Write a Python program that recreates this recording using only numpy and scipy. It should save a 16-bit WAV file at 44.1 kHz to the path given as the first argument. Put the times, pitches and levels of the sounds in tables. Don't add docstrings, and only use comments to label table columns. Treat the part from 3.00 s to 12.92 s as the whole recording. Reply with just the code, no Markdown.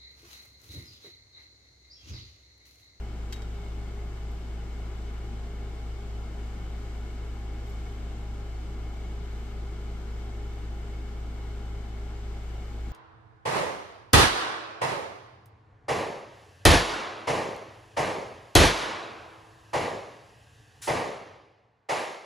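import sys
import numpy as np
from scipy import signal
from scipy.fft import rfft, irfft
from scipy.io import wavfile
from scipy.ndimage import map_coordinates

SR = 44100
rng = np.random.default_rng(int(sys.argv[2]) if len(sys.argv) > 2 else 0)


def boost(x):
    u = np.asarray(x, float) / 20
    return 10 ** u


def store_pcm(level_fs):
    pcm = np.round(np.clip(level_fs, -1, 1) * 32767).astype(np.int16)
    wavfile.write(sys.argv[1], SR, np.atleast_2d(pcm).T)


N = 437472
TIME = np.arange(N) / SR
HZ = np.fft.rfftfreq(N, 1 / SR)

# pitch_hz, left_db_per_hz, right_db_per_hz
AIR_SPECTRUM = [(15, -74, -79), (54, -68, -67.5), (91, -77.5, -80.5), (184, -69.5, -70.5),
                (406, -71, -71.5), (530, -84, -85.5), (888, -75.5, -77), (1936, -91.5, -94.5)]
# pitch_hz, width_hz,
# left_db, right_db
ROOM_MODES = [(108.6, 11, 6, 6), (166.7, 10, 4, 7), (185, 8.3, 11, 7), (196.2, 39.4, -8.5, -11),
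              (269.4, 51.5, -6, -8), (294.3, 8.1, -12, -10), (332.3, 12.8, -6.5, -3.5), (352, 19, -4, -4),
              (385, 20, -6.5, -9.5), (422, 31, -7, -4), (540, 16, 4.5, 2.5), (587, 13, -4, -3),
              (657, 16, -10, 5), (676, 17, -5, 6),
              (40, 12, -4, -4), (78, 20, -1.5, -1.5)]
# pitch_hz, width_hz, left_db, right_db
HOUSING_MODES = [(750, 96, 1, -5), (800, 54, -8, 0), (884, 44, -7.5, -6), (981, 174, -8.5, -12),
                 (1165, 64, -7.5, -6.5), (1334, 54, -1, -2), (1720, 60, 3.5, -2), (2147, 354, 4, 7),
                 (2200, 70, 3.5, 2), (3010, 840, 3, 0.5), (3130, 90, 1.5, 1.5), (3600, 73, 5.5, 2.5),
                 (3900, 50, 5, -2.5), (7300, 440, 2.5, 3)]
# pitch_hz, width_hz, left_db, right_db
BODY_SHADOWS = [(6260, 1700, -0.5, -1.5), (9580, 1500, -7, -4), (13653, 650, 0, -6)]
# pitch_hz, left_db, right_db
PORT_RESPONSE = [(1965, 0, 0), (4350, -4.5, -2), (7340, -8.5, -7), (8710, -11, -8), (9700, -19, -22.5),
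                 (12000, -21, -11.4), (15600, -28, -25.5)]
# pitch_hz, correlation (-1 to 1)
PORT_CORRELATION = [(60, 0.82), (290, 1), (640, 0.69), (1410, 0.44), (3100, 0.42), (6820, 0.35),
                    (9000, 0.09), (15000, .03)]
# pitch_hz, share (0 to 1)
NEAR_SHARE = [(500, 0), (1200, .45), (4000, .4), (9000, .25), (15000, .15)]
# multiple, level_db (rms), left_minus_right_db, left_lead_rad
MAINS_PARTIALS = [(4, -60.7, 1.2, 0.5), (6, -72.8, 2.1, 0.3)]
# start_s, peak_db, treble_tilt_db_per_octave, burst_s
TICKS = [
    (.3250, -42, 2.5, .003),
    (.3290, -45, 1, .007),
    (.3600, -55, -2, .012),
    (.4195, -52, -1, .008),
    (1.3165, -71, 13, .006),
    (4.6650, -73, 11, .03),
    (4.6950, -72, 11, .025),
]
# pitch_hz, level_db
TICK_COLOUR = [(530, -30), (900, -6), (1760, -1), (4470, -5.5), (7740, -8), (9830, -24), (12200, -15),
               (15700, -27)]
# pitch_hz, level_db, t60_s
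SHELL_MODES = [(1750, -8, .08), (3176, -5, .06), (3820, -6, .2), (4560, -3.5, .05), (5300, -7, .04),
               (6730, -15, .06), (8200, -16, .06)]
# multiple, level_db (rms), left_minus_right_db, left_lead_rad
FAN_PARTIALS = [(1, -43.5, 1.2, -0.2), (2, -54.1, 0.7, -0.2), (3, -74.7, -4.3, -0.0), (4, -47.7, 0.5, -0.0),
                (6, -66.1, 2.0, 0.0), (8, -63.8, 2.2, 0.8), (15, -56.4, -0.4, 0.4), (16, -75.1, 4.0, 0.5),
                (22, -76.3, 4.3, 0.2), (30, -63.1, -3.3, 0.4)]
# multiple, level_db (rms), left_minus_right_db, left_lead_rad
MOTOR_PARTIALS = [(1, -35.7, .8, -.1), (2, -70.7, 1.4, -.1), (4, -73.2, -4.7, -.1), (15, -78.4, 2.7, .7),
                  (17, -71.4, 10.8, 1.4), (20, -76.5, 3.1, -2.), (22, -72.6, 4.3, 1.), (24, -78.3, 3.8, .6),
                  (25, -72., 3.6, 1.2), (28, -79., -1., -1.4), (29, -78., 3.9, 1.1), (31, -80., -.3, -.3),
                  (110, -85.5, -3.8, .9), (111, -86.6, -6.9, 2.1)]
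# pitch_hz, level_db (per multiple)
VALVE_RATTLE = [(900, -100), (1100, -84), (2500, -92), (6500, -96), (8000, -99), (9600, -116), (11000, -97),
                (14000, -112)]
# pitch_hz, level_db
SIDE_KEPT = [(9100, 0), (9400, -8), (9650, -10), (9800, 0), (15000, 0), (15200, -7), (16000, -7)]

MOTOR_HZ, FAN_HZ, MAINS_HZ = 57.859, 27.06, 60.005
MOTOR_START_TURNS, FAN_START_TURNS = .23, .54
PORT_LAG_S, NEAR_T60_S = 7e-5, .11
TICK_TAIL_DB, TICK_TAIL_T60_S, TICK_RING_DB = -10, .15, 2
TOP_HZ = 15720


def on_log(table, column):
    table = np.array(table)
    return np.interp(np.log(HZ + 1), np.log(table[:, 0]), table[:, column])


def walk(rate_hz):
    knots = rng.standard_normal(int(N / SR * rate_hz) + 6)
    coarse = TIME[::64]
    wander = map_coordinates(knots, [coarse * rate_hz + 2], order=3)
    return 1.07 * np.interp(TIME, coarse, wander)


def diffuse_noise():
    like = np.clip(on_log(PORT_CORRELATION, 1), -.99, .999)
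    mid, side = rfft(rng.standard_normal((2, N)))
    common = np.sqrt((1 + like) / 2) * mid
    opposed = np.sqrt((1 - like) / 2) * side
    both = np.array([common + opposed, common - opposed])
    both[0] *= np.exp(2j * np.pi * HZ * PORT_LAG_S)
    return both


def near_reflections():
    echoes = rng.standard_normal((2, N)) * boost(-60 * TIME / NEAR_T60_S)
    echoes /= np.sqrt(np.sum(echoes ** 2, axis=1, keepdims=True))
    return rfft(rng.standard_normal(N)) * rfft(echoes)


def air():
    db = np.array([on_log(AIR_SPECTRUM, port) + on_log(PORT_RESPONSE, port) for port in (1, 2)])
    for hz, width_hz, left_db, right_db in ROOM_MODES + HOUSING_MODES + BODY_SHADOWS:
        close = abs(HZ - hz) < 3 * width_hz
        bell = np.exp(-4 * np.log(2) * ((HZ[close] - hz) / width_hz) ** 2)
        db[:, close] += np.outer([left_db, right_db], bell)
    share = on_log(NEAR_SHARE, 1)
    noise = np.sqrt(1 - share) * diffuse_noise() + np.sqrt(share) * near_reflections()
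    flow = noise * boost(db) * np.sqrt(SR / 2)
    out = np.zeros((2, N))
    swell = walk(2.955)
    octave = np.clip(np.log2(HZ / 125 + 1e-9), 0, 7)
    for band in range(8):
        part = irfft(flow * np.clip(1 - abs(octave - band), 0, 1), N)
        out += part * boost(band / 7 * (.33 * swell + .4 * walk(9.)))
    return out


def partials(table, turns, flutter, flutter_hz):
    out = np.zeros((2, N))
    stir = [walk(flutter_hz) + 1j * walk(flutter_hz) for _ in range(2)]
    for row, (multiple, level_db, pan_db, lead_rad) in enumerate(table):
        share = min(flutter * multiple, .4)
        waver = np.sqrt(1 - share ** 2) + share / np.sqrt(2) * stir[row % 2]
        offset = rng.random() * (multiple > 1)
        tone = waver * np.exp(2j * np.pi * (multiple * turns + offset))
        for port, side in enumerate((.5, -.5)):
            gain = np.sqrt(2) * boost(level_db + side * pan_db)
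            out[port] += (tone * (gain * np.exp(1j * side * lead_rad))).real
    return out


def transformer():
    return partials(MAINS_PARTIALS, MAINS_HZ * TIME, flutter=.03, flutter_hz=3.)


def ticks(size=N // 24):
    out = np.zeros((2, N))
    coarse = slice(0, None, (len(HZ) - 1) // (size // 2))
    bins = size // 2 + 1
    colour_db = on_log(TICK_COLOUR, 1)[coarse][:bins]
    octaves = np.log2(HZ[coarse][:bins] / 4000 + 1e-3)
    noise = irfft(diffuse_noise(), N) / np.sqrt(np.mean(boost(colour_db) ** 2))
    age = TIME[:size]
    tail = boost(TICK_TAIL_DB - 60 * age / TICK_TAIL_T60_S)
    for start_s, peak_db, tilt_db, burst_s in TICKS:
        first = int(start_s * SR)
        span = slice(first, first + size)
        shape = np.exp(-age / burst_s) + tail
        crack = irfft(rfft(noise[:, span]) * boost(colour_db + tilt_db * octaves), size)
        out[:, span] += boost(peak_db) * shape * crack
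        for hz, mode_db, t60_s in SHELL_MODES:
            swing = np.sin(2 * np.pi * (hz * age + rng.random((2, 1))))
            out[:, span] += boost(peak_db + TICK_RING_DB + mode_db - 60 * age / t60_s) * swing
    return out


def fan():
    turns = FAN_START_TURNS + np.cumsum(FAN_HZ + .02 * walk(.6)) / SR
    return partials(FAN_PARTIALS, turns, flutter=.022, flutter_hz=14.)


def valve_rattle(turns, size=8192):
    rows = np.array(VALVE_RATTLE)
    multiple_hz = MOTOR_HZ * np.arange(1, size // 2 + 2)
    db = np.interp(np.log(multiple_hz), np.log(rows[:, 0]), rows[:, 1], left=-200, right=-200)
    spectrum = boost(db) * rfft(rng.standard_normal((2, size))) * np.sqrt(size / 2)
    cycle = irfft(spectrum, size)
    place = np.arange(size) / size
    return np.array([np.interp(turns % 1, place, port, period=1) for port in cycle])


def motor():
    turns = MOTOR_START_TURNS + np.cumsum(MOTOR_HZ + .004 * walk(.5)) / SR
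    return partials(MOTOR_PARTIALS, turns, flutter=.012, flutter_hz=3.) + valve_rattle(turns)


def scene():
    return air() + transformer() + ticks() + fan() + motor()


def band_limit(x):
    return signal.sosfilt(signal.butter(12, 15820, fs=SR, output="sos"), x)


def record(dry):
    mid, side = (dry[0] + dry[1]) / 2, (dry[0] - dry[1]) / 2
    below_top = HZ < TOP_HZ
    mid = irfft(rfft(mid) * below_top, N)
    side = irfft(rfft(side) * boost(on_log(SIDE_KEPT, 1)) * below_top, N)
    return band_limit(np.array([mid + side, mid - side]))


dry = scene()
out = record(dry)
store_pcm(out)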